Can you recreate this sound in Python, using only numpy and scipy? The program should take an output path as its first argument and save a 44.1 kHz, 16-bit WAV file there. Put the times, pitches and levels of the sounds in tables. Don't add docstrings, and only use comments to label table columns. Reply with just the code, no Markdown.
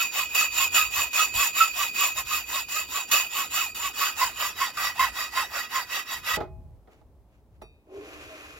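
import sys
import numpy as np
from scipy import signal
from scipy.fft import rfft, irfft, next_fast_len
from scipy.io import wavfile
from scipy.ndimage import uniform_filter1d, map_coordinates

SR = 44100
rng = np.random.default_rng(int(sys.argv[2]) if len(sys.argv) > 2 else 0)


def put_to_file(sound):
    columns = np.atleast_2d(sound).T
    safe = np.clip(columns, -1, 1)
    whole_steps = np.round(safe * 32767)
    wavfile.write(sys.argv[1], SR, whole_steps.astype(np.int16))


N = 378800
T = np.arange(N) / SR
SIZE = next_fast_len(N + SR // 2, real=True)
HZ = np.fft.rfftfreq(SIZE, 1 / SR)

THROUGH_S, REST_S = 6.372, 6.44
LANDED_DB_PER_S = 90
# [t/s, how far the cut has opened 0-1]
CUT_OPENING = [(3.9, 0), (4.8, 1)]
# [f/Hz, width/Hz, relative level/dB]
BLADE_IN_CUT = [(2504, 5.1, 5), (2566, 37, 2), (2673, 22, -7), (7020, 40, -8.5)]
# [f/Hz, width/Hz, relative level/dB]
CUT_LIP = [(1900, 72, 3), (1960, 49, 7), (2050, 50, -12.5)]
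# [f/Hz, width/Hz, relative level/dB]
FREE_BLADE = [(2472, 11, 6), (2530, 15, 5), (4656, 8.6, -2.5), (4790, 7.1, -9), (6960, 18, -2.5)]
# [multiple of the tooth rate, relative level/dB]
TOOTH_LINES = [(3 / 3, 0), (4 / 3, -13.5), (5 / 3, -11.5), (6 / 3, -9.5), (9 / 3, -15)]
# [f/Hz, likeness -1..1]
BENCH_LIKENESS = [(100, .85), (600, .7), (1200, .75), (2500, .35), (3400, .55), (5000, .2), (6500, 0),
                  (7200, -.35), (8200, -.985), (10000, -.995), (11000, -.2), (12100, .55), (12800, .98),
                  (16000, .98)]
# [f/Hz, share -1..1]
LEFT_LEAD = [(500, .4), (1100, -.3), (1550, -.65), (2150, -.45), (2410, .8), (2840, .5), (3960, -.3),
             (4650, .65), (5200, -.3), (6700, .7), (11000, .5)]


def saw(turn_db=21, bite=0.43, rasp_db=1.4, grumble_db=-61, blade_db=.5, sing_db=-5.5, lip_db=-15):
    speed, push, level = arm()
    opened = np.clip(np.interp(T, *np.transpose(CUT_OPENING)), 0, 1)
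    tooth_hz, whine, blade, lip = contact(push, opened)
    slack = -turn_db * (1 - speed ** 0.98)
    force = amp(level) * np.clip((THROUGH_S - T) / 0.0046, 0, 1)
    tooth = teeth(speed, tooth_hz, whine)

    pulses = np.exp(bite * np.cos(tooth)) * amp(.7 * wobble(70))
    chips = force * amp(snags()) * unit(pulses)
    cut = metal_grain() * chips * amp(slack + rasp_db)
    cut = filtered(cut, causal(amp(along([(120, -9), (330, -6), (650, 0)]))))
    sound = filtered(cut * np.sqrt(1 - opened), pipe(0))
    sound += filtered(cut * np.sqrt(opened), pipe(1))
    sound += filtered(chips * noise() * amp(1.1 * slack + blade + blade_db), body(BLADE_IN_CUT))
    sound += filtered(chips * noise() * amp(1.1 * slack + lip + lip_db), body(CUT_LIP))

    rocking = body([(150, 120, -4.5), (270, 110, 2.5), (415, 160, -0.5)])
    sound += (T < THROUGH_S) * amp(grumble_db + 2 * wobble(13)) * filtered(noise(), rocking)

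    singing = filtered(chips * noise() * amp(0.24 * slack + blade + sing_db), body(FREE_BLADE))
    sound += singing * amp(-LANDED_DB_PER_S * np.maximum(T - THROUGH_S, 0))

    tones = np.array([tooth_whine(speed, tooth, force, slack, whine) + squeals(), np.zeros(N)])
    tones = scatter(tones, t60=0.093, wet_db=-6.5)
    return stereo(sound + tones, BENCH_LIKENESS, along(LEFT_LEAD))


# [start t/s, fastest t/s, level/dB]
SAW_STROKES = [(-.09, .006, -27.5), (.102, .185, -28), (.288, .408, -26.5), (.498, .621, -25.5),
               (.702, .773, -24.5), (.894, .989, -27), (1.105, 1.198, -25.5), (1.317, 1.42, -24.5),
               (1.525, 1.595, -25), (1.724, 1.808, -27), (1.924, 2.034, -25.5), (2.139, 2.19, -30),
               (2.244, 2.345, -28), (2.445, 2.561, -30), (2.659, 2.778, -31), (2.87, 2.963, -30),
               (3.074, 3.146, -25), (3.287, 3.39, -28.5), (3.493, 3.577, -27.5), (3.725, 3.857, -32.5),
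               (3.928, 4.034, -29), (4.146, 4.225, -30.5), (4.333, 4.44, -33), (4.544, 4.624, -33.5),
               (4.734, 4.86, -29.5), (4.936, 5.029, -29.5), (5.115, 5.205, -32.5), (5.308, 5.384, -30),
               (5.485, 5.578, -33), (5.685, 5.769, -31.5), (5.862, 5.968, -32), (6.045, 6.124, -34.5),
               (6.225, 6.31, -29.5)]


def arm():
    start, fastest, level = np.transpose(SAW_STROKES)
    marks = np.append(np.column_stack([start, fastest]), REST_S)
    quarter_cycles = np.interp(T, marks, np.arange(len(marks)))
    speed = np.abs(np.sin(np.pi / 2 * quarter_cycles))
    stroke = np.maximum(np.searchsorted(start, T, side="right") - 1, 0)
    push = uniform_filter1d(1. - stroke % 2, size=700)
    return speed, push, uniform_filter1d(level[stroke], size=700)


PUSH_HZ, PULL_HZ, SLOWING_HZ_PER_S = 1294, 1151.1, 14
BITE_DB, BITE_S = 4, 0.01483
BLADE_FADE_DB_PER_S, BLADE_PUSH_DB = 1.75, 1.5
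LIP_OPENS_DB = 13
# [t/s, push level/dB, pull level/dB]
WHINE_COURSE = [(0, -10, -8.5), (2, -8.5, -7), (3.6, -6.5, -6), (4.3, -5, 1), (5.78, -8, 2),
                (6.08, -12, -10)]


def contact(push, opened):
    tooth_hz = PULL_HZ + (PUSH_HZ - PULL_HZ) * push - SLOWING_HZ_PER_S * T
    s, pushed, pulled = np.transpose(WHINE_COURSE)
    whine = push * np.interp(T, s, pushed) + (1 - push) * np.interp(T, s, pulled)
    whine += BITE_DB * sum(swell(fastest, BITE_S) for _, fastest, _ in SAW_STROKES)
    blade = BLADE_PUSH_DB * push - BLADE_FADE_DB_PER_S * T
    return tooth_hz, whine, blade, LIP_OPENS_DB * opened


def teeth(speed, tooth_hz, whine, jitter=0.04477):
    ragged = np.interp(whine, [-8, 4], [1.15, .35])
    curve = np.where(np.gradient(speed) > 0, .45, .55)
    unsteady = 1 + ragged * (jitter * wobble(400) + .04 * wobble(45))
    return 2 * np.pi * np.cumsum(tooth_hz * speed ** curve * unsteady) / SR


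# [t/s, extra level/dB before the fade]
TOOTH_CATCHES = [(0.347, 7.5), (.743, 5), (1.132, 6.5), (1.339, 5), (1.608, 1.5), (1.945, 2.5), (2.684, 7),
                 (3.113, 10.5), (3.746, 11), (4.77, 4), (4.994, 6)]


def snags(rise=.002, fall=.035, stall=.8):
    extra = np.zeros(N)
    for s, db in TOOTH_CATCHES:
        caught = (1 + np.tanh((T - s) / rise)) / 2
        extra += db * np.exp(-np.abs(T - s) / fall) * ((1 + stall) * caught - stall)
    return extra


def metal_grain():
    crowded = along([(900, 0), (3000, 1)])
    waves = filtered(unit(scatter(noise(), t60=.13, wet_db=0)), np.sqrt(crowded))
    plain = filtered(noise(), np.sqrt(np.abs(1 - crowded)))
    return shifting(waves + plain, depth_db=3.2)


def shifting(x, depth_db):
    z = signal.stft(x, nperseg=512)[2]
    field = rng.standard_normal(z.shape[1:])
    field = uniform_filter1d(uniform_filter1d(field, size=3, axis=0), size=7, axis=1)
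    gain = unit(amp(depth_db * unit(field)))
    return signal.istft(z * gain, nperseg=512)[1][:, :N]


# [f/Hz, level/dB with the cut tight, level/dB with the cut open], relative
STEEL_RASP = [(60, -31.5, -30.5), (203, -6, -9.5), (420, -5.5, -7.5), (760, -0.5, 0.5), (1180, 2, 7),
              (1600, 1, 6), (2190, 2, 2.5), (2940, 2, -3), (4700, 2, -1.5), (6000, 0, -2.5),
              (8300, -1.5, -5), (11600, -2.5, -4.5), (14300, -6, -6), (15800, -3.5, -8)]
# [f/Hz, width/Hz, level/dB over the rasp with the cut tight, with the cut open]
PIPE_MODES = [(1013, 13, 8.5, 5.5), (1263.4, 17, 12.5, 10.5), (2703, 45, 13.5, 18), (2810, 68, 8.5, 10.5),
              (2910, 43, 11.5, -5), (3024, 18, 10, 15.5), (3150, 25, -10.5, 4.5), (3425, 120, 6.5, 10),
              (3720, 45, 5.5, -10), (3833, 30, 4.5, 15.5), (4705, 20, 9, -9), (4706, 45, 7, 16.5),
              (5350, 230, -9, 7), (5730, 46, -7.5, 10), (5935, 78, 7.5, -6), (7110, 130, 18.5, 11.5),
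              (8060, 57, 12, -14), (7840, 25, -7, 16), (9020, 60, -14.5, -13.5), (11570, 43, 1, -2.5),
              (12080, 30, 6.5, 0.5), (13585, 160, 15, -8.5), (14600, 44, 5, -13.5)]


def pipe(state):
    peaks = sum(amp(db[state]) ** 2 / (1 + (2 * (HZ - hz) / width) ** 2) for hz, width, *db in PIPE_MODES)
    rasp = amp(along([(hz, db[state]) for hz, *db in STEEL_RASP]))
    gain = rasp * np.sqrt(1 + peaks)
    treble = (HZ > 3000) & (HZ < 12000)
    return causal(gain / np.sqrt(np.mean(gain ** 2 * treble)))


def tooth_whine(speed, tooth, force, slack, whine):
    settled = np.where(np.gradient(speed) > 0, 1.75, 1.3)
    beat = sum(amp(db) * np.sin(multiple * tooth) for multiple, db in TOOTH_LINES)
    beat = unit(beat * amp(2.7 * wobble(130)))
    beat = beat * force * amp(settled * slack + whine)
    return filtered(beat, amp(along([(450, -14), (700, -3), (1000, -.5)])))


SQUEAL_DB, SQUEAL_OCTAVE_DB = -3.5, -10
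SQUEAL_RISE_S, SQUEAL_HOLD_S, SQUEAL_T60_S = 0.0044, .018, .12
# [t/s at full level, level/dB before trim, f/Hz]
PIPE_SQUEALS = [(0.7844, -18, 1262), (1.1944, -18.5, 1264), (1.6083, -7.5, 1310), (2.014, -23, 1140),
                (2.314, -23.5, 1223), (4.0126, -22, 1112), (4.2157, -14.5, 1003), (4.6144, -21.5, 1010),
                (4.778, -24.5, 1193), (4.9965, -12.5, 1024)]


def squeals(waver=.012):
    sound = np.zeros(N)
    drift = np.cumsum(1 + waver * wobble(200)) / SR
    for s, db, hz in PIPE_SQUEALS:
        age = np.maximum(T - s + SQUEAL_RISE_S, 0)
        release_db = -60 * np.maximum(age - SQUEAL_HOLD_S, 0) / SQUEAL_T60_S
        level = amp(db + SQUEAL_DB + release_db) * np.minimum(age / SQUEAL_RISE_S, 1)
        phase = 2 * np.pi * hz * drift
        sound += level * (np.sin(phase) + amp(SQUEAL_OCTAVE_DB) * np.sin(2 * phase))
    return sound


# [t/s, level/dB, t60/s]
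BENCH_KNOCKS = [(6.37, -26, 0.16), (6.405, -27, 0.16), (6.874, -48.5, 0.14), (6.927, -61, 0.32),
                (7.014, -53, .05), (7.616, -40, 0.12)]
# [f/Hz, width/Hz, relative level/dB]
BENCH_MODES = [(84.7, 30, -11.5), (216, 81, -8), (367, 50, 0), (450, 49, -1), (637, 52, -1), (840, 60, -4),
               (1290, 130, -12.5), (1993, 270, -22), (3600, 1200, -32.5)]
# [f/Hz, level/dB, t60/s]
STEEL_LEGS = [(370, -41, .5), (646, -47, .8), (838, -48, .8), (1044, -50, .3), (1200, -54, .3),
              (2519, -69, .5)]


def bench():
    blows = np.zeros(N)
    for s, db, t60 in BENCH_KNOCKS:
        attack = np.clip((T - s) / 0.0022 + 1, 0, 1)
        blows += amp(db - 60 * np.maximum(T - s, 0) / t60) * attack
    top = stereo(filtered(blows * noise(), body(BENCH_MODES)), BENCH_LIKENESS)
    return top + ringing(BENCH_KNOCKS[1][0], STEEL_LEGS)


CLINK_S = 7.619
DRAG_S, DRAG_RISE_S = 7.83, 0.37
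HOLLOW_RISE_S, HOLLOW_FADE_DB_PER_S = .15, 12
# [f/Hz, relative level/dB, t60/s]
CLINK_MODES = [(436, -4, .3), (1168, 0, .17), (2471, -1, .55), (2600, -1, .45), (3747, -6, .48),
               (4613, -11, .38), (5685, -8, .2), (7940, -14, .22), (9668, -13, .22), (11020, -13, .2)]
# [f/Hz, relative level/dB]
GRASS_SCRAPE = [(200, -24.5), (400, -6), (800, -8.5), (1100, 1), (1800, -1), (2600, 0), (3600, -7.5),
                (5200, -12), (7200, -10.5), (9000, -21), (13500, -16.5), (15800, -26.5)]
# [f/Hz, width/Hz, relative level/dB]
HOLLOW_PIPE = [(298, 22, 1), (390, 60, -2.5), (480, 92, -4.5), (638, 70, -5), (786, 46, -8.5),
               (1063, 49, -10.5)]
# [t/s, half length/s, f/Hz, glide/Hz per s, level/dB]
STICK_SLIP_GROANS = [(7.978, 0.04, 396.6, 250.5, -36.5), (8.327, 0.02, 636, -400, -42.5)]
# [t/s, half length/s, level/dB]
SLEEVE_RUSTLES = [(6.927, 0.018, -63), (6.989, .02, -70.5), (7.349, 0.03604, -73.5), (7.554, 0.022, -76)]


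def offcut(tick_db=-54, clink_db=-54, scrape_db=-48, hollow_db=-46, ring_db=-53, jerk_db=1.3, grain_db=1.1,
           lag_s=.00018):
    tick = (T > CLINK_S) * amp(tick_db - 60 * np.abs(T - CLINK_S) / 0.067) * noise()
    clink = amp(clink_db) * ringing(CLINK_S, CLINK_MODES)
    age = np.maximum(T - DRAG_S, 0)

    def slide(db, rise):
        return amp(db) * np.sin(np.pi / 2 * np.minimum(age / rise, 1)) ** 2

    ring = filtered(noise(), body([(2460, 45, 0.5), (2760, 70, -7.5)])) * slide(ring_db, DRAG_RISE_S)
    rub = slide(scrape_db, DRAG_RISE_S) * amp(jerk_db * wobble(28))
    rub += sum(amp(db) * swell(at, half) for at, half, db in SLEEVE_RUSTLES)
    hiss = unit(filtered(noise() * amp(grain_db * wobble(300)), amp(along(GRASS_SCRAPE)))) * rub
    tube = filtered(noise(), body(HOLLOW_PIPE)) * slide(hollow_db - HOLLOW_FADE_DB_PER_S * age, HOLLOW_RISE_S)
    groan = np.zeros(N)
    for at, half, hz, glide, db in STICK_SLIP_GROANS:
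        pitch = hz + glide * (T - at) + 10 * wobble(120)
        groan += amp(db) * swell(at, half) * np.sin(2 * np.pi * np.cumsum(pitch) / SR)
    sound = stereo(tick + hiss + tube + ring, [(500, .92), (2000, .65), (5000, .3), (8200, 1.0)])
    sound = sound + groan + clink
    return filtered(sound, np.exp(-1j * np.pi * np.outer([1, -1], HZ * lag_s)))


# [t/s, half length/s, level/dB]
BREEZE_GUSTS = [(.98, .06, -50.5), (1.374, .025, -40), (5.02, .025, -48), (6.396, 0.0376, -43),
                (6.523, .06, -43), (6.675, .07, -45)]
# [f/Hz, relative level/dB]
BREEZE_RUMBLE = [(15, -25.5), (30, -14), (52, 5), (90, -1), (150, -11), (260, -26.5), (600, -64)]
# [f/Hz, relative level/dB]
YARD_HUSH = [(60, -16.5), (250, -1.5), (500, -5.5), (900, -12), (1500, -24), (3000, -30), (7000, -34),
             (15000, -33)]


def air(breeze_db=-59.5, flutter_db=3.4, yard_db=-66):
    breeze = amp(breeze_db + flutter_db * wobble(7.9))
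    breeze += sum(amp(db) * swell(s, half) for s, half, db in BREEZE_GUSTS)
    puffs = unit(filtered(noise(), amp(along(BREEZE_RUMBLE)))) * breeze
    hush = unit(filtered(noise(), amp(along(YARD_HUSH)))) * amp(yard_db + 1.0 * wobble(1.8))
    return stereo(puffs + hush, [(50, .75), (500, 1.0), (3000, 0.17)])


def amp(db):
    return 10 ** (np.asarray(db) / 20)


def unit(x):
    return x / np.sqrt(np.mean(np.abs(x) ** 2) + 1e-20)


def along(points):
    hz, value = np.transpose(points)
    return np.interp(np.log(HZ + 1), np.log(hz), value)


def wobble(rate):
    return map_coordinates(rng.standard_normal(int(N * rate / SR) + 4), [T * rate])


def swell(at, half):
    return np.exp(-((T - at) / half) ** 2 / 2)


def noise():
    return rng.standard_normal((2, N))


def filtered(x, response):
    return irfft(rfft(x, SIZE) * response, SIZE)[..., :N]


def causal(gain):
    cepstrum = irfft(np.log(np.maximum(gain, 1e-6)), SIZE)
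    cepstrum[1:SIZE // 2] *= 2
    cepstrum[SIZE // 2 + 1:] = 0
    return np.exp(rfft(cepstrum))


def body(modes):
    response = 0
    for k, (hz, width, db) in enumerate(modes):
        damping = 1j * HZ * width
        response = response + (-1) ** k * amp(db) * damping / (hz * hz - HZ ** 2 + damping)
    return unit(response)


def ringing(s, modes):
    age = np.maximum(T - s, 0)
    tones = sum(amp(db - 60 * age / t60) * np.sin(2 * np.pi * hz * age + wobble(35)) for hz, db, t60 in modes)
    return (T > s) * tones


def stereo(pair, alike, lead=0):
    turn = np.arccos(np.clip(along(alike), -.999, .999)) / 2
    mid = filtered(pair[0], np.cos(turn))
    side = filtered(pair[0], 1j * lead * np.sin(turn))
    side += filtered(pair[1], np.sqrt(1 - lead ** 2) * np.sin(turn))
    return np.array([mid + side, mid - side])


def scatter(x, t60, wet_db):
    t = np.arange(SR // 4) / SR
    tail = rng.standard_normal((2, len(t))) * amp(-60 * t / t60)
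    tail /= np.linalg.norm(tail, axis=1, keepdims=True)
    return x + amp(wet_db) * signal.fftconvolve(x, tail, axes=1)[:, :N]


# [f/Hz, left minus right level/dB]
WORK_BALANCE = [(150, -.5), (600, -1), (1200, -3.8), (2000, -4.2), (2700, -3.6), (3500, -1.5), (6000, -1.2),
                (7100, -2.5), (7900, 0)]


def scene():
    work = filtered(saw() + bench(), amp(np.outer([.5, -.5], along(WORK_BALANCE))))
    return scatter(work, t60=.25, wet_db=-56.5) + offcut() + air()


def record(dry):
    return filtered(dry, HZ < 15850)


dry = scene()
out = record(dry)
put_to_file(out)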